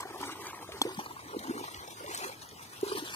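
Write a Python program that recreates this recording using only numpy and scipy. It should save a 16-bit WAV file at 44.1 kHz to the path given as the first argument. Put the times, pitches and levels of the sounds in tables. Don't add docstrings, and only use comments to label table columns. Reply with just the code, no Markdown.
import sys
import numpy as np
from scipy import signal
from scipy.fft import rfft, irfft, next_fast_len
from scipy.io import wavfile
from scipy.ndimage import uniform_filter1d, minimum_filter1d, map_coordinates

SR = 44100
rng = np.random.default_rng(int(sys.argv[2]) if len(sys.argv) > 2 else 0)


def linear_from_db(decibels):
    return 10 ** (np.asarray(decibels, float) / 20)


def file_out(sig):
    cols = np.atleast_2d(sig).T
    lim = np.clip(cols, -1, 1)
    pcm = np.round(lim * 32767).astype(np.int16)
    wavfile.write(sys.argv[1], SR, pcm)


N = 138915

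# (time [s], delay of the right ear [samples])
WALKER_BEARING = [(0, 6.54), (.25, 5.3), (.5, 3.57), (.8, 6.18), (1, 11.1), (1.25, 13.2), (1.6, 14.1),
                  (2, 15.4), (2.4, 13.3), (2.8, 13.3), (3.15, 10.2)]
# (left ear [Hz], right ear [Hz], width [Hz], depth [0-1])
ECHO_DIPS = [(547, 675, 165, 0.69), (7410, 7040, 370, 0.43), (11150, 9800, 354, 0.64)]


def evened(x):
    return x / np.sqrt(np.mean(x ** 2) + 1e-20)


def read(points, hz):
    f, value = np.transpose(points)
    return np.interp(np.log(hz + 1), np.log(f + 1), value)


def colour(x, gain):
    size = next_fast_len(N + 4096)
    hz = np.fft.rfftfreq(size, 1 / SR)
    return irfft(rfft(x, size) * gain(hz), size)[..., :N]


def add(mix, s, sound):
    part = mix[round(s * SR):][:len(sound)]
    part += sound[:len(part)]


def bubble(hz, t60, rise_cycles, glide):
    rise_s = rise_cycles / hz
    t = np.arange(0, t60 + 3 * rise_s, 1 / SR)
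    start = 1 - np.exp(-(t / rise_s) ** 2)
    shape = start * linear_from_db(-60 * np.maximum(t - rise_s, 0) / t60)
    return shape / shape.max() * np.sin(2 * np.pi * hz * (t + glide * t ** 2 / t[-1]))


def bubbles(rows, rise_cycles, lead_cycles, glide, puff_db, puff_s, puff_cycles):
    out = np.zeros(N)
    u = np.arange(int(puff_s * SR)) / (puff_s * SR)
    for s, db, hz, t60 in rows:
        noise = rng.standard_normal(len(u)) * np.minimum(u / 0.057, 1) * linear_from_db(-60 * u)
        puff = np.convolve(noise, bubble(hz, puff_cycles / hz, 0.41, 0))
        add(out, s - lead_cycles / hz, linear_from_db(db) * bubble(hz, t60, rise_cycles, glide))
        add(out, s, linear_from_db(db + puff_db) * puff / abs(puff).max())
    return out


def gulps():
    gulp_rows = [(0.051, -37, 374, 0.043), (0.102, -40, 400, 0.058), (0.151, -39, 380, 0.068),
                 (0.203, -36.5, 369, 0.066), (0.275, -37.5, 360, 0.065), (0.626, -40, 471, 0.052),
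                 (0.686, -39, 342, 0.027), (0.813, -27, 266, 0.029), (0.851, -21.5, 370, 0.024),
                 (0.861, -25, 460, 0.038), (0.873, -31, 348, 0.05), (0.977, -28.5, 194, 0.027),
                 (1.33, -34, 440, 0.025), (1.344, -29, 408, 0.046), (1.364, -24.5, 290, 0.02),
                 (1.478, -32, 293, 0.047), (1.493, -24.5, 264, 0.043), (1.506, -21, 324, 0.022),
                 (1.584, -35, 362, 0.087), (1.61, -31.5, 386, 0.023), (2.041, -29, 560, 0.059),
                 (2.089, -34.5, 360, 0.027), (2.247, -36, 360, 0.09), (2.829, -16.5, 381, 0.032),
                 (2.864, -31, 388, 0.031), (2.896, -34, 365, 0.043), (2.918, -22.5, 397, 0.04),
                 (2.949, -24.5, 384, 0.038), (3.02, -30.5, 308, 0.049), (3.031, -33, 340, 0.036),
                 (.19, -51, 75, .1), (.72, -44.5, 70.4, 0.084), (1.765, -42, 69.4, 0.081),
                 (.322, -49, 280, 0.044), (1.1, -47.5, 337, 0.057), (1.256, -43, 277, 0.036),
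                 (2.522, -43.5, 415, 0.056)]
    return bubbles(gulp_rows, rise_cycles=2.33, lead_cycles=0.85, glide=0.12,
                   puff_db=-12, puff_s=0.041, puff_cycles=3.7)


def squelches():
    # (time [s], peak [dB], pitch [Hz])
    squelch_rows = [
        (.053, -32, 715),
        (.69, -32, 615),
        (.858, -34, 536),
        (1.335, -35, 520),
        (1.559, -41, 457),
        (2.182, -37, 553),
        (2.206, -35, 603),
        (2.265, -35.5, 480),
    ]
    rows = [(*row, 0.059) for row in squelch_rows]
    return bubbles(rows, rise_cycles=1.14, lead_cycles=0.61, glide=0.24,
                   puff_db=-9, puff_s=0.045, puff_cycles=3.7)


def plops():
    # (time [s], peak [dB], pitch [Hz])
    plop_rows = [(0.004, -33, 970), (0.03, -32.5, 980), (0.229, -29, 920), (0.29, -35, 997),
                 (0.297, -32, 1010), (.106, -45, 890), (.89, -35.5, 890), (.908, -38.5, 920),
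                 (1.002, -37, 1000), (1.165, -36, 1060), (2.878, -39, 980), (3.075, -40, 1020),
                 (0.447, -43, 1140), (0.573, -37.5, 830), (0.627, -35.5, 850), (0.99, -27, 804),
                 (1.061, -33.5, 1010), (1.108, -33.5, 926), (1.192, -39.5, 990), (1.338, -37.5, 860),
                 (1.443, -37.5, 850), (1.578, -32, 1115), (1.637, -36, 925), (1.68, -31.5, 1090),
                 (2.075, -33, 960), (2.185, -39, 886), (2.244, -36, 985), (2.296, -37.5, 910),
                 (2.843, -36, 940), (2.916, -31, 1120), (2.971, -27.5, 1070)]
    rows = [(*row, 0.022) for row in plop_rows]
    return bubbles(rows, rise_cycles=1.42, lead_cycles=0.79, glide=0.13,
                   puff_db=-0.39, puff_s=0.045, puff_cycles=5.3)


def ticks():
    # (time [s], peak [dB], pitch [Hz])
    tick_rows = [(0.0054, -29.5, 8200), (0.213, -40, 7960), (0.2362, -29, 2000), (0.9458, -38, 4850),
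                 (1.3912, -32.5, 3900), (1.3939, -36, 3100), (1.3905, -46, 12300), (1.397, -39, 10200),
                 (.2134, -45, 4520), (0.214, -36.5, 12500), (.469, -31, 5450), (0.7193, -36, 2880),
                 (.8899, -42, 4050), (1.0595, -39, 4260), (1.8766, -37.5, 5230), (2.0615, -34.5, 3080),
                 (2.2218, -35, 3900), (2.4889, -42.5, 6600), (2.5114, -40.5, 3810), (3.103, -39, 5340),
                 (2.1748, -28, 11400), (1.7437, -31.5, 3400), (2.096, -40, 2770), (2.147, -27, 8000),
                 (2.175, -26.5, 6340), (2.2417, -29, 2550), (2.811, -32.5, 9600)]
    rows = [(*row, 0.018) for row in tick_rows]
    return linear_from_db(-7) * bubbles(rows, rise_cycles=1.1, lead_cycles=0.1, glide=0.07,
                             puff_db=7.56, puff_s=0.02, puff_cycles=4.3)


def slap():
    # (pitch [Hz], level [dB], time to fade by 60 dB [s])
    slap_rings = [
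        (830, -6, 0.0083),
        (4330, -26.5, 0.046),
        (7720, -23.5, 0.024),
        (3400, -11.5, 0.023),
        (560, -24, 0.021),
    ]
    t, out = np.arange(3000) / SR, np.zeros(N)
    rings = sum(linear_from_db(db - 60 * t / t60) * np.sin(2 * np.pi * hz * t) for hz, db, t60 in slap_rings)
    rings = rings * np.minimum(t / 0.00094, 1)
    band = signal.butter(2, [2800, 13000], "band", fs=SR)
    noise = signal.lfilter(*band, rng.standard_normal(3000))
    crack = noise * np.minimum(t / 0.0018, 1) * linear_from_db(-17 - 60 * t / 0.027)
    add(out, 0.8158, rings + crack)
    return out


def gurgles():
    # (start [s], length [s], level [dB], first pitch [Hz], last pitch [Hz])
    gurgle_rows = [(0.093, 0.18, -49, 355, 396), (.2, 0.21, -47, 263, 340), (.36, 0.15, -47, 399, 348),
                   (0.681, 0.13, -46, 523, 302), (0.861, 0.096, -42, 402, 353),
                   (0.968, 0.059, -43, 324, 350), (1.325, 0.065, -37, 414, 500),
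                   (1.376, 0.038, -45.5, 238, 200), (1.428, 0.071, -49, 314, 200),
                   (1.516, .14, -42, 430, 395), (1.541, 0.12, -45, 264, 294),
                   (2.009, 0.074, -44.5, 402, 490), (2.072, 0.075, -47.5, 405, 430),
                   (2.204, 0.069, -47, 334, 445), (2.27, .06, -44, 496, 560), (2.843, 0.15, -44, 420, 423),
                   (2.954, 0.044, -39.5, 423, 240), (2.981, 0.055, -47, 242, 355),
                   (3.091, .05, -52, 300, 360)]
    width_hz, slips_per_s, attack = 74, 260, 0.38
    out, r = np.zeros(N), np.exp(-np.pi * width_hz / SR)
    for s, length, db, from_hz, to_hz in gurgle_rows:
        u = np.arange(0, length, 1 / SR) / length
        slipping = rng.random(len(u)) < slips_per_s / SR
        turn = np.exp(2j * np.pi * np.cumsum(from_hz + (to_hz - from_hz) * u) / SR)
        slips = rng.standard_normal(len(u)) * (0.032 + slipping)
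        ring = (turn * signal.lfilter([1], [1, -2 * r, r * r], slips / turn)).real
        add(out, s, linear_from_db(db) * evened(ring) * np.sqrt(np.sin(np.pi * u ** attack)))
    return out


def snaps():
    # (time [s], peak [dB])
    snap_rows = [
        (0.2143, -36),
        (.469, -43),
        (0.9449, -37),
        (1.0595, -45),
        (1.3924, -32),
        (2.176, -37),
        (2.811, -44),
        (.006, -38),
    ]
    t, out = np.arange(800) / SR, np.zeros(N)
    high = signal.butter(2, 2800, "high", fs=SR)
    for s, db in snap_rows:
        noise = signal.lfilter(*high, rng.standard_normal(800))
        add(out, s, noise * np.minimum(t / 0.0005, 1) * linear_from_db(db - 60 * t / 0.0069))
    return out


def grains(per_s, spread_db, low_hz, high_hz, cycles, tilt, count=30):
    size = linear_from_db(spread_db * np.minimum(rng.exponential(1, N), 4)) * (rng.random(N) < per_s / SR)
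    kind, out = rng.integers(0, count, N), np.zeros(N)
    for k, hz in enumerate(np.geomspace(low_hz, high_hz, count)):
        ping = tilt(hz) * bubble(hz, cycles / hz, 1.25, 0.23)
        out += signal.oaconvolve(size * (kind == k), ping)[:N]
    return evened(out)


def patchy(x, patch_db):
    z = signal.stft(x, nperseg=512)[2]
    field = uniform_filter1d(rng.standard_normal(z.shape), size=9, axis=0)
    field = uniform_filter1d(field, size=9, axis=1)
    return signal.istft(z * linear_from_db(patch_db * evened(field)), nperseg=512)[1][:N]


def stir(column):
    # (time [s], trickle level [dB], churn level [dB])
    stir_rows = [(0, -60, -46.5), (.3, -51.5, -51.5), (.62, -58, -46), (.9, -52, -54.5), (1.2, -59, -50.5),
                 (1.45, -55, -43), (1.62, -52.5, -49), (1.9, -54, -51), (2.2, -51.5, -55),
                 (2.45, -58.5, -61), (2.7, -57, -58), (2.9, -50.5, -52), (3.15, -48, -60)]
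    table = np.array(stir_rows)
    return linear_from_db(np.interp(np.arange(N) / SR, table[:, 0], table[:, column]))


def churn(level):
    # (bubble pitch [Hz], level [dB])
    churn_tone = [(200, -16.5), (350, -2), (600, 2), (950, 3.5), (1300, -5.5), (2000, -7.5)]
    crowd = grains(per_s=1500, spread_db=3.2, low_hz=195, high_hz=2014, cycles=14.4,
                   tilt=lambda hz: linear_from_db(read(churn_tone, hz)) * np.sqrt(hz))
    return (linear_from_db(-0.5) * stir(column=2) + 0.4 * level) * evened(patchy(crowd, 3.04))


def spray_level():
    # (start [s], length [s], level [dB])
    splash_rows = [(0, 0.048, -41.5), (0.203, 0.16, -43.5), (0.435, 0.096, -42.5), (0.83, 0.074, -55),
                   (0.983, 0.07, -41), (1.202, 0.028, -48.5), (1.393, .025, -60), (1.476, 0.39, -47),
                   (2.079, 0.11, -42), (2.118, 0.17, -41), (2.201, 0.15, -42.5), (2.414, 0.046, -44),
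                   (2.8, 0.046, -62), (2.82, 0.25, -43.5), (2.957, 0.081, -37), (3.045, 0.055, -39),
                   (3.11, .05, -46)]
    t, power = np.arange(N) / SR, (linear_from_db(4.5) * stir(column=1)) ** 2
    for s, length, db in splash_rows:
        u = np.clip((t - s) / length, 0, 1)
        power = power + linear_from_db(2 * db) * np.sin(np.pi * u ** 0.48) ** 2
    flicker = uniform_filter1d(rng.standard_normal(N), size=500)
    flicker = evened(uniform_filter1d(flicker, size=500))
    return np.sqrt(power) * linear_from_db(2.12 * flicker)


def spray():
    # (frequency [Hz], level per Hz [dB])
    spray_tone = [(300, -9.5), (1000, 4.5), (2000, 0.5), (4000, -2), (8000, -6.5), (11000, -4),
                  (15500, -14.5)]
    fizz = grains(per_s=5000, spread_db=3.05, low_hz=1220, high_hz=15760, cycles=5.4,
                  tilt=lambda hz: hz / 1000)
    hiss = rng.standard_normal(N)
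    water = colour(0.56 * fizz + 0.74 * hiss, lambda hz: linear_from_db(read(spray_tone, hz)))
    return evened(patchy(water, 3.34))


def air():
    # (frequency [Hz], level per Hz [dB])
    air_tone = [(35, -38), (65, -4.5), (100, 2.5), (180, -5.5), (400, -8), (1000, -11.5), (2500, -19.5),
                (15000, -23)]
    a, b, c = rng.standard_normal((3, N))
    same = lambda hz: 1 / np.sqrt(1 + (hz / 470) ** 2)
    both = colour(a, same) + colour(np.array([b, c]), lambda hz: np.sqrt(1 - same(hz) ** 2))
    return linear_from_db(-52) * evened(colour(both, lambda hz: linear_from_db(read(air_tone, hz))))


def scene():
    level = spray_level()
    share = lambda hz: 0.84 * hz ** 2 / (hz ** 2 + 1480 ** 2)
    near = gulps() + squelches() + plops() + ticks() + slap() + gurgles() + snaps() + churn(level)
    near = near + level * colour(spray(), lambda hz: np.sqrt(1 - share(hz) ** 2))
    when, late = np.transpose(WALKER_BEARING)
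    heard_at = np.arange(N) - np.interp(np.arange(N) / SR, when, late)
    lagged = map_coordinates(near, [heard_at], order=5, mode="nearest")
    wide = level * colour(np.array([spray(), spray()]), share)
    return np.array([near, lagged]) + wide + air()


def band_gaps(x):
    mid_side = np.array([x[0] + x[1], x[0] - x[1]]) / 2
    hz, t, z = signal.stft(mid_side, SR, nperseg=2048, noverlap=1536)
    field = uniform_filter1d(rng.standard_normal((3, 129, len(t))), size=5, axis=2)
    field = field.repeat(8, axis=1)[:, :len(hz)]
    treble = uniform_filter1d(np.diff(x, 2, append=0) ** 2, size=64).sum(0)
    peak = -minimum_filter1d(-treble, size=2048)
    sharp = peak / uniform_filter1d(treble, size=2048) > linear_from_db(2 * 9.5)
    opened = sharp[np.minimum(t * SR, len(sharp) - 1).astype(int)]
    turn = np.pi * hz[:, None] * np.interp(t, *np.transpose(WALKER_BEARING)) / SR
    weak = np.array([np.sin(turn), np.cos(turn)]) ** 12 / (1 + turn / 4)
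    dips = sum(depth * np.exp(-((hz - f) / width) ** 2) for f, _, width, depth in ECHO_DIPS)
    weak = weak + 1.7 * dips[:, None]
    shut = (evened(field[:2] + 1.3 * field[2]) + weak > 0.42) & ~opened
    makeup = linear_from_db(2.6 * ~opened)
    gain = np.where(hz[:, None] > 1250, makeup * ~shut, 1)
    mid, side = signal.istft(z * gain, SR, nperseg=2048, noverlap=1536)[1][:, :N]
    return np.array([mid + side, mid - side])


def band_limit(x):
    return signal.sosfilt(signal.butter(12, 15850, fs=SR, output="sos"), x)


def record(dry):
    # (frequency [Hz], level of the right ear [dB])
    right_tone = [(300, -1.55), (1000, 0), (3000, -2), (8000, 1.5), (11000, -7), (15000, -9)]

    def ear(side):
        return lambda hz: np.prod([1 - row[3] * np.exp(-((hz - row[side]) / row[2]) ** 2)
                                   for row in ECHO_DIPS], axis=0)

    left = colour(dry[0], ear(side=0))
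    right = colour(colour(dry[1], ear(side=1)), lambda hz: linear_from_db(read(right_tone, hz)))
    low_cut_hz, edge_hz = 52.5, 15600
    band = lambda hz: (hz < edge_hz) * hz ** 2 / (hz ** 2 + low_cut_hz ** 2)
    both = colour(np.array([left, right]), band)
    return band_limit(band_gaps(both))


dry = scene()
out = record(dry)
file_out(out)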